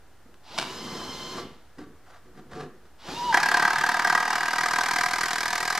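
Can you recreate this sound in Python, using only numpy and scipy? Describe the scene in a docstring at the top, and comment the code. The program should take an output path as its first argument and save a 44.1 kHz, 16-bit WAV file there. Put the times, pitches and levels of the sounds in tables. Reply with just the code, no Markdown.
"""A cordless impact driver fixes a steel post to a rail on a large board, close by in a workshop.
First the motor whirs up and runs a screw in: the bit clacks as it seats, the screw groans in the wood.
The motor coasts to a stop at 1.4 s, and the post shifts, knocking and scraping on the rail and board.
At 3 s a second pull begins: the motor sags under load and the hammer starts. To the end,
its blows, quickening to about forty a second, click sharply and make the post ring."""
import sys
import numpy as np
from scipy import signal
from scipy.fft import rfft, irfft
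from scipy.io import wavfile
from scipy.ndimage import uniform_filter1d

SR = 44100
rng = np.random.default_rng(int(sys.argv[2]) if len(sys.argv) > 2 else 0)


def dump(signal):
    """Clip the signal to [-1, 1] and save it as 16-bit WAV at the path in sys.argv[1]."""
    limited = np.clip(np.atleast_2d(signal).T, -1, 1)
    pcm = np.round(limited * 32767).astype(np.int16)
    wavfile.write(sys.argv[1], SR, pcm)


N = 255383
T = np.arange(N) / SR
HZ = np.fft.rfftfreq(8192, 1 / SR)


def amp(db):
    return 10 ** (np.asarray(db) / 20)


def unit_rms(x):
    return x / np.sqrt(np.mean(x ** 2) + 1e-20)


def noise():
    return rng.standard_normal(N)


def since(s):
    """Seconds gone by since s, zero before."""
    return np.maximum(T - s, 0)


def curve(rows):
    """Joins (time, value) points into a value for every sample."""
    return np.interp(T, *np.transpose(rows))


def spectrum(points, hz=HZ):
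    """Joins (frequency, value) points on a log-frequency axis."""
    f, value = np.transpose(points)
    return np.interp(np.log(hz + 1), np.log(f + 1), value)


def wander(hz):
    """A random wobble of unit size, up to about hz."""
    f = np.fft.rfftfreq(N, 1 / SR)
    return unit_rms(irfft(rfft(noise()) / (1 + (f / hz) ** 4), N))


def ring(x, gain):
    """Filters x by a gain for each of HZ; white noise keeps its power."""
    cepstrum = irfft(np.log(np.maximum(gain / gain.max(), 1e-5)))
    fold = 1 + np.sign(len(HZ) - 1 - np.arange(len(cepstrum)))  # so nothing rings before it is hit
    response = irfft(np.exp(rfft(cepstrum * fold) - cepstrum[0]))[:len(HZ)]
    return signal.oaconvolve(x, response / np.linalg.norm(response))[:N]


def tint(x, colour):
    return ring(x, amp(spectrum(colour)))


def body(x, modes, low_hz, high_hz):
    """An object rings at its modes (its own notes), only weakly under low_hz and over high_hz."""
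    power = sum(amp(db) ** 2 / (1 + (2 * (HZ - hz) / width) ** 2) for hz, width, db in modes)
    low_cut = 1 + (low_hz / (HZ + 1)) ** 16
    high_cut = 1 + (HZ / high_hz) ** 6
    return ring(x, np.sqrt(power / low_cut / high_cut))


# Sound from all sides. Each row: frequency in Hz, how alike left and right are (1 is the same).
LIKENESS = [(30, 0.66), (200, 1), (1000, 1), (2500, 0.89), (5000, 0.31), (9000, 0.18), (14000, 0.13)]
def diffuse(a, b):
    """Blends two unrelated sounds into a left and right that differ most in the treble."""
    same = spectrum(LIKENESS, np.fft.rfftfreq(len(a), 1 / SR))
    mid = rfft(a) * np.sqrt((1 + same) / 2)
    side = rfft(b) * np.sqrt((1 - same) / 2)
    return irfft(np.array([mid + side, mid - side]), len(a))


# The tone of the workshop's air. Each row: frequency in Hz, relative level in dB.
AIR_COLOUR = [(20, -1), (50, 7), (70, 8), (120, 2), (200, -5.5), (300, -1.5), (450, -6), (640, -5.5),
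              (750, -4.5), (1150, -8.5), (1330, -6), (1500, -7.5), (1660, -8), (2300, -15.5), (5000, -18.5),
              (15500, -26)]
def air(db=-57.5):
    """A steady, low hush from all around."""
    return amp(db) * diffuse(tint(noise(), AIR_COLOUR), tint(noise(), AIR_COLOUR))


# The board's notes. Each row: pitch in Hz, width in Hz (narrow rings longer), relative level in dB.
BOARD_MODES = [(76, 30, -9.5), (147, 7.3, 3), (155.4, 26, -1), (216, 21, 4), (258.4, 38, 1), (342, 41, 0.5),
               (364, 50, 2.5), (471, 34, 0.5), (485, 72, -3)]
def board(x):
    """The large board booms when shaken."""
    return body(x, BOARD_MODES, low_hz=38, high_hz=450)


# The post's notes. Each row: pitch in Hz, width in Hz, relative level in dB.
POST_MODES = [(721.2, 25.4, -1), (787, 44, -7.5), (853, 52, -8.5), (984, 36, -2.5), (1072, 13, -3.5),
              (1211, 55, -3), (1273, 41, -5), (1551, 44, -3.5), (1610, 60, 1.5), (1733, 31, -7.5),
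              (1921, 62, -4), (2027, 9.3, -6), (2326, 17, -12), (2190, 57, -42), (3210, 99, -20),
              (3868, 4.9, -17.5), (4930, 62, -47), (5100, 70, -29), (5160, 160, -21.5), (6250, 46, -20)]
def post(x):
    """The steel post and its bracket ring when hit or rubbed."""
    return body(x, POST_MODES, low_hz=658, high_hz=9700)


# The rail's notes. Each row: pitch in Hz, width in Hz, relative level in dB.
RAIL_MODES = [(430, 27, -6.5), (543, 140, -1.5), (731, 27, 10.5), (830, 64, -1), (1158, 29, 10.5),
              (1356, 19, 7), (1540, 660, -4.5), (3940, 3100, -13), (7300, 730, -36)]
def rail(x):
    """The rail rings when rubbed."""
    return body(x, RAIL_MODES, low_hz=278, high_hz=9500)


# The post shifts on rail and board. Each row: time of full strength, rise and hold in seconds,
# then relative levels of scrape and boom in dB.
POST_SHIFTS = [(0.265, 0.06, .02, -75, -56.5), (0.874, 0.062, 0.2, -48, -40.5),
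               (1.367, 0.028, .04, -41, -35.5), (1.788, 0.024, 0.053, -53.5, -42.5),
               (2.109, 0.076, 0.058, -53, -72), (2.274, 0.051, .015, -63, -48),
               (2.385, 0.048, 0.011, -55, -45), (2.54, 0.047, 0.093, -43, -36.5),
               (3.082, .03, .04, -44, -39.5)]
def friction(scrape_fade_s=0.015, boom_fade_s=0.065, uneven_db=2.5, rumble_fade_db_per_s=7):
    """Uneven slips of post and screw ring the steel and the rail and make the board rumble."""
    scrape_power, shake_power = np.zeros((2, N))
    for s, rise, hold, scrape_db, boom_db in POST_SHIFTS:
        attack = np.minimum(since(s - rise) / rise, 1)
        after = since(s + hold)
        scrape_power += (amp(scrape_db) * attack * np.exp(-after / scrape_fade_s)) ** 2
        shake_power += (amp(boom_db) * attack * np.exp(-after / boom_fade_s)) ** 2
    # the turning screw shakes the board, less as it tightens
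    fade_db = rumble_fade_db_per_s * since(FIRST_BLOW_S)
    for _, full, release, *_, rumble_db, _ in TRIGGER_PULLS:
        shake_power += (amp(rumble_db - fade_db) * running(full, release)) ** 2
    slips = unit_rms(amp(uneven_db * wander(75)))
    rub = np.sqrt(scrape_power) * slips
    scrape = rail(rub * noise())
    rumble = board(amp(-3.5) * np.sqrt(shake_power) * slips * noise())
    return amp(-7) * post(rub * noise()) + scrape + rumble


# The notes of the loose bit and screw. Each row: pitch in Hz, width in Hz, relative level in dB.
BIT_MODES = [(694, 170, 3), (1090, 180, 3), (1680, 490, -5), (2320, 97, 1), (2980, 440, 0),
             (3810, 510, -3.5), (4840, 840, -3.5), (6160, 600, -18), (8000, 2500, -14)]
# Single knocks. Each row: start in seconds, levels of bit, post and board in dB, fade in seconds.
KNOCK_EVENTS = [(0.342, -48.5, -76, -77.5, 0.0022), (0.578, -27.5, -51, -52, 0.015),
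                (0.5857, -16.5, -46, -31, 0.0036), (0.5982, -20.5, -33, -34, 0.0013),
                (0.6135, -23, -49, -28.5, 0.002), (0.622, -24.5, -46, -27, 0.0012),
                (0.627, -25.5, -35, -45, 0.0021), (1.783, -55, -50, -44, 0.023),
                (2.854, -62, -60, -54, 0.012), (3.326, -40, -21.5, -54, 0.022),
                (3.641, -46, -34, -39, 0.0019)]
def knocks(edge_db=6):
    """Single knocks: the bit jumps, the post bumps the board, or the hammer slips or strikes once."""
    clack, ringing, boom = np.zeros((3, N))
    for s, bit_db, post_db, board_db, fade in KNOCK_EVENTS:
        burst = (T >= s) * np.exp(-since(s) / fade) * noise()
        burst[round(s * SR)] += amp(edge_db)  # a hard edge starts the short rattle
        clack += amp(bit_db) * burst
        ringing += amp(post_db) * burst
        boom += amp(board_db) * burst
    return body(clack, BIT_MODES, low_hz=457, high_hz=10100) + post(ringing) + board(boom)


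def running(start, release, swell_s=0.13, cut_s=0.0067, coast_db=-7):
    """The driver's loudness over one pull: it swells, holds, drops at the release and coasts out."""
    swell = np.minimum(since(start) / swell_s, 1)
    cut = np.exp(-since(release) / cut_s)
    coast = amp(coast_db) * np.exp(-since(release) / COAST_S)
    return swell * np.maximum(cut, coast)


COAST_S = .11  # how slowly the rotor runs down
# Trigger pulls. Each row: times of squeeze, full power and release, and spin-up time, in seconds;
# free-running whine in Hz; relative levels of whirr and board rumble in dB; speed wobble as a fraction.
TRIGGER_PULLS = [(0.422, 0.478, 1.4, .074, 1042, -42, -41.5, 0.01),
                 (2.974, 3.011, 6.0, .058, 997.8, -40, -41.5, 0.01)]
def rotor(creep_hz=260.2, sag_s=.09, whine_cycles_per_blow=24, hammer_wobble=.03, fade_db_per_s=2.04):
    """The rotor creeps, spins up, then coasts or sags. 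Gives whine pitch, speed wobble and loudness."""
    hz, wobble, gain = np.zeros((3, N))
    for squeeze, full, release, spin_up, free_hz, whirr_db, _, free_wobble in TRIGGER_PULLS:
        spin_hz = np.maximum(free_hz * (1 - np.exp(-since(full) / spin_up)), creep_hz)
        hz = np.where(T >= squeeze, spin_hz * np.exp(-since(release) / COAST_S), hz)
        wobble = np.where(T >= squeeze, free_wobble, wobble)
        gain += amp(whirr_db) * running(squeeze, release)
    # the biting screw drags the speed down to the hammer's pace; the blows then jerk it
    load = np.minimum(since(FIRST_BLOW_S - sag_s) / sag_s, 1) ** 2
    hz += load * (whine_cycles_per_blow * curve(BLOW_PACE) - hz)
    wobble = np.where(T >= FIRST_BLOW_S, hammer_wobble, wobble)
    return hz, wobble, gain * amp(-fade_db_per_s * since(FIRST_BLOW_S))


# Higher gear tones. Each row: multiple of the whine's pitch, relative level in dB.
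GEAR_OVERTONES = [(2, -18), (3, -9.5), (4, -11), (5, -10), (6, -19.5), (7, -24), (8, -37)]
# The tone of the fan and of the scraping brushes. Each row: frequency in Hz, relative level in dB.
FAN_RUSH = [(200, -17.5), (550, -2), (800, -1), (1050, -0.5), (1400, -3.5), (2000, -10), (2600, -10),
            (3100, -3.5), (3550, -6), (4050, -5), (5200, -6), (5800, -8), (7500, -14), (9500, -22.5),
            (12000, -19.5), (15500, -34)]
BRUSH_SCRAPE = [(300, -24), (800, 6), (1100, 2), (1800, -5.5), (2900, -0.5), (4200, -1), (5300, -4.5),
                (6500, -13.5), (12000, -30)]
# The lowest gear tone, strong while the bit presses it into the post.
# Each row: time in seconds, relative level in dB.
WHINE_LEVEL = [(0.7, -46), (0.8, -53), (1.4, -46.5), (3.14, -44.5), (3.2, -33), (3.31, -22.5),
               (3.35, -35.5), (5.79, -44)]
def motor(flutter=0.607, rough=0.62, throb=0.59, full_speed_hz=850):
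    """Gears, fan and brushes on one shaft. Gives the lowest gear tone (whine) and the rest (whirr)."""
    hz, wobble, gain = rotor()
    uneven_hz = hz * (1 + wobble * (wander(40.5) + flutter * wander(200)))
    phase = 2 * np.pi * np.cumsum(uneven_hz) / SR
    speed = np.minimum(hz / full_speed_hz, 1)
    gears = sum(amp(db) * np.sin(k * phase) * (1 + rough * wander(38)) for k, db in GEAR_OVERTONES)
    gears *= np.sqrt(2) * speed ** 4  # slow teeth meet softly
    fan = tint(noise() * (1 + throb * np.sin(phase / 3)), FAN_RUSH)
    brushes = tint(noise(), BRUSH_SCRAPE)
    fan_share = speed ** 3  # air takes over from the brushes as the speed rises
    hiss = np.sqrt(fan_share) * fan + np.sqrt(1 - fan_share) * brushes
    powered = sum(running(squeeze, release) for squeeze, _, release, *_ in TRIGGER_PULLS)
    whine = np.sqrt(2 * fan_share) * powered * amp(curve(WHINE_LEVEL)) * np.sin(phase)
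    whirr = gain * (amp(-2) * hiss + amp(-1) * gears)
    return whine, whirr


# Short low groans: the screw turning in the wood, then the post shifting.
# Each row: start and length in seconds, first and last pitch in Hz, level in dB.
GROAN_EVENTS = [(0.788, 0.28, 228, 200.6, -40), (1.777, 0.13, 290, 293, -43),
                (2.505, .23, 489.3, 335, -42.5)]
def groans(jitter=0.0451, rough=0.52):
    """Quick, uneven slips merge into a short low tone that swells and fades."""
    out = np.zeros(N)
    for s, length, first_hz, last_hz, db in GROAN_EVENTS:
        progress = np.minimum(since(s) / length, 1)
        hz = (first_hz + (last_hz - first_hz) * progress) * (1 + jitter * wander(131))
        swell = np.sin(np.pi * progress ** 0.67) * (1 + rough * wander(50))
        out += amp(db) * swell * np.sin(2 * np.pi * np.cumsum(hz) / SR)
    return out


# The hammer gathers pace. Each row: time in seconds, blows per second.
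BLOW_PACE = [(3.342, 33.61), (3.55, 36.766), (3.95, 38.268), (4.4, 39.351), (5.0, 40.128), (5.79, 40.854)]
FIRST_BLOW_S = BLOW_PACE[0][0]
# How hard the hammer hits. Each row: time in seconds, relative level in dB.
BLOW_FORCE = [(3.342, -9.5), (3.4, -15), (3.487, -20), (3.55, -14), (3.68, -17.5), (4.25, -18), (4.5, -20),
              (5.0, -20), (5.79, -24)]
def hammer_blows(lug_db=0.24, force_spread_db=1.84, timing_spread_s=.0003):
    """Two unequal lugs (the hammer's teeth) strike in turn. Gives each blow's time and level in dB."""
    under_load = T >= FIRST_BLOW_S
    blows_so_far = np.cumsum(curve(BLOW_PACE)[under_load]) / SR
    count = np.arange(int(blows_so_far[-1]) + 1)
    late, hard = rng.standard_normal((len(count), 2)).T
    times = np.interp(count, blows_so_far, T[under_load]) + timing_spread_s * late
    db = np.interp(times, *np.transpose(BLOW_FORCE))
    return times, db + lug_db * (-1) ** count + force_spread_db * hard


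def strikes(times, db, shape=(1.0,)):
    """Lays down the same shape at each time, at its own level."""
    train = np.zeros(N)
    np.add.at(train, np.clip(np.round(times * SR).astype(int), 0, N - 1), amp(db))
    return signal.oaconvolve(train, shape)[:N]


def chatter(rise_s, hold_s, fade_s):
    """The loudness of steel faces rattling together, then letting go."""
    t = T[:SR // 20]
    return (1 - np.exp(-t / rise_s)) * np.exp(-np.maximum(t - hold_s, 0) / fade_s)


def hammer(times, db, rebound_s=0.002993, cam_s=0.015):
    """Each blow pushes the anvil, rebounds and chatters: the post rings and the board thuds."""
    bounce, late, size = rng.standard_normal((len(times), 3)).T
    push = strikes(times, db)
    rebound = strikes(times + rebound_s * (1 + 0.064 * bounce), db)
    rattle = noise() * strikes(times, db, chatter(rise_s=0.0019, hold_s=0.0057, fade_s=0.004))
    # between blows the hammer rides up its cam (a ramp) and slips off with a small knock
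    cam = strikes(times + cam_s * (1 + 0.1003 * late), db + 5 + 4 * size)
    ringing = post(amp(15) * push + amp(20) * rebound + amp(-1) * rattle + cam)
    thud = body(amp(-23) * rattle + amp(2) * push, BOARD_MODES, low_hz=147, high_hz=624)
    return ringing + thud


# The click gains on the ring as the screw tightens. Each row: time in seconds, dB added to the blow.
CLICK_LEVEL = [(3.34, -14.5), (3.48, -9), (3.6, -15.5), (3.9, -11.5), (4.25, -14), (4.6, -9), (4.9, -8.5),
               (5.3, -6), (5.79, -5)]
# The tone of the click. Each row: frequency in Hz, relative level in dB.
CLICK_TONE = [(1200, -9.5), (2300, 4), (2800, -12), (3500, -7.5), (4400, -2), (5300, -3), (6500, -8),
              (8300, -10.5), (9200, -16), (11500, -15.5), (13000, -23), (15500, -37)]
def clicks(times, db, evenness=0.21, snap_db=-3, flicker_db=1.0):
    """Steel clicks at each blow, more evenly than the post rings; first contact is the brightest."""
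    even_db = db + evenness * (uniform_filter1d(db, size=9) - db)
    click_db = even_db + np.interp(times, *np.transpose(CLICK_LEVEL))
    click = noise() * strikes(times, click_db, chatter(0.00016, 0.0046, fade_s=0.0061))
    snap = noise() * strikes(times, click_db + snap_db, chatter(0.00018, 0.0048, fade_s=0.00051))
    bright_snap = np.diff(snap, prepend=0)
    return tint((click + bright_snap) * amp(flicker_db * wander(1050)), CLICK_TONE)


# Short waves scatter most. Each row: frequency in Hz, relative level in dB.
SCATTER_TONE = [(1000, -4), (5000, 1), (9000, 0.5), (14000, 4)]
def scattered_clicks(times, db):
    """The clicks glance off board and post and arrive from all sides."""
    return diffuse(tint(clicks(times, db), SCATTER_TONE), tint(clicks(times, db), SCATTER_TONE))


# The workshop's echo. Each row: frequency in Hz, seconds it takes to fade by 60 dB.
ECHO_TIMES = [(150, 0.066), (500, 0.35), (2000, 0.51), (5000, 0.23), (12000, 0.34)]
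def room_echo(x, gap_s=0.0088, density=.1):
    """Dense reflections follow a short gap, each band dying at its own speed."""
    signs = rng.choice([-1., 1.], (2, SR))
    reflections = signs * (rng.random((2, SR)) < density) * (T[:SR] > gap_s)
    hz, t, bands = signal.stft(reflections, SR, nperseg=256)
    fade = amp(-60 * t / spectrum(ECHO_TIMES, hz)[:, None])
    _, tails = signal.istft(bands * fade, SR)
    tails /= np.linalg.norm(tails, axis=1, keepdims=True)
    return signal.fftconvolve(x[None], diffuse(*tails), axes=1)[:, :N]


def from_right(x, lag_samples=0.92):
    """The work lies a little to the right, so its sound reaches the left side later."""
    half_delay = np.exp(-1j * np.pi * np.fft.rfftfreq(N) * lag_samples)
    return irfft(rfft(x) * np.array([half_delay, 1 / half_delay]), N)


def scene():
    """Driver and workpiece heard directly, their echo in the workshop, and its steady air."""
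    whine, whirr = motor()
    times, db = hammer_blows()
    blows = amp(-1) * (hammer(times, db) + clicks(times, db))
    scatter = amp(-5) * scattered_clicks(times, db)
    work = knocks() + friction() + groans()
    hush = air()
    echo = room_echo(amp(-11) * blows + amp(-3) * whirr + amp(-8) * work + amp(-18) * whine)
    return from_right(blows + whirr + work + whine) + scatter + echo + hush


def record(dry, ceiling=.54, top_hz=15600, offset=.0029):
    """Rounds off the loudest blows, cuts the highest treble and adds a tiny constant offset."""
    rounded = dry / (1 + (dry / ceiling) ** 6) ** (1 / 6)
    lowpass = signal.firwin(511, top_hz, window=("kaiser", 9), fs=SR)
    return offset + signal.oaconvolve(rounded, lowpass[None], "same")


dry = scene()
out = record(dry)
dump(out)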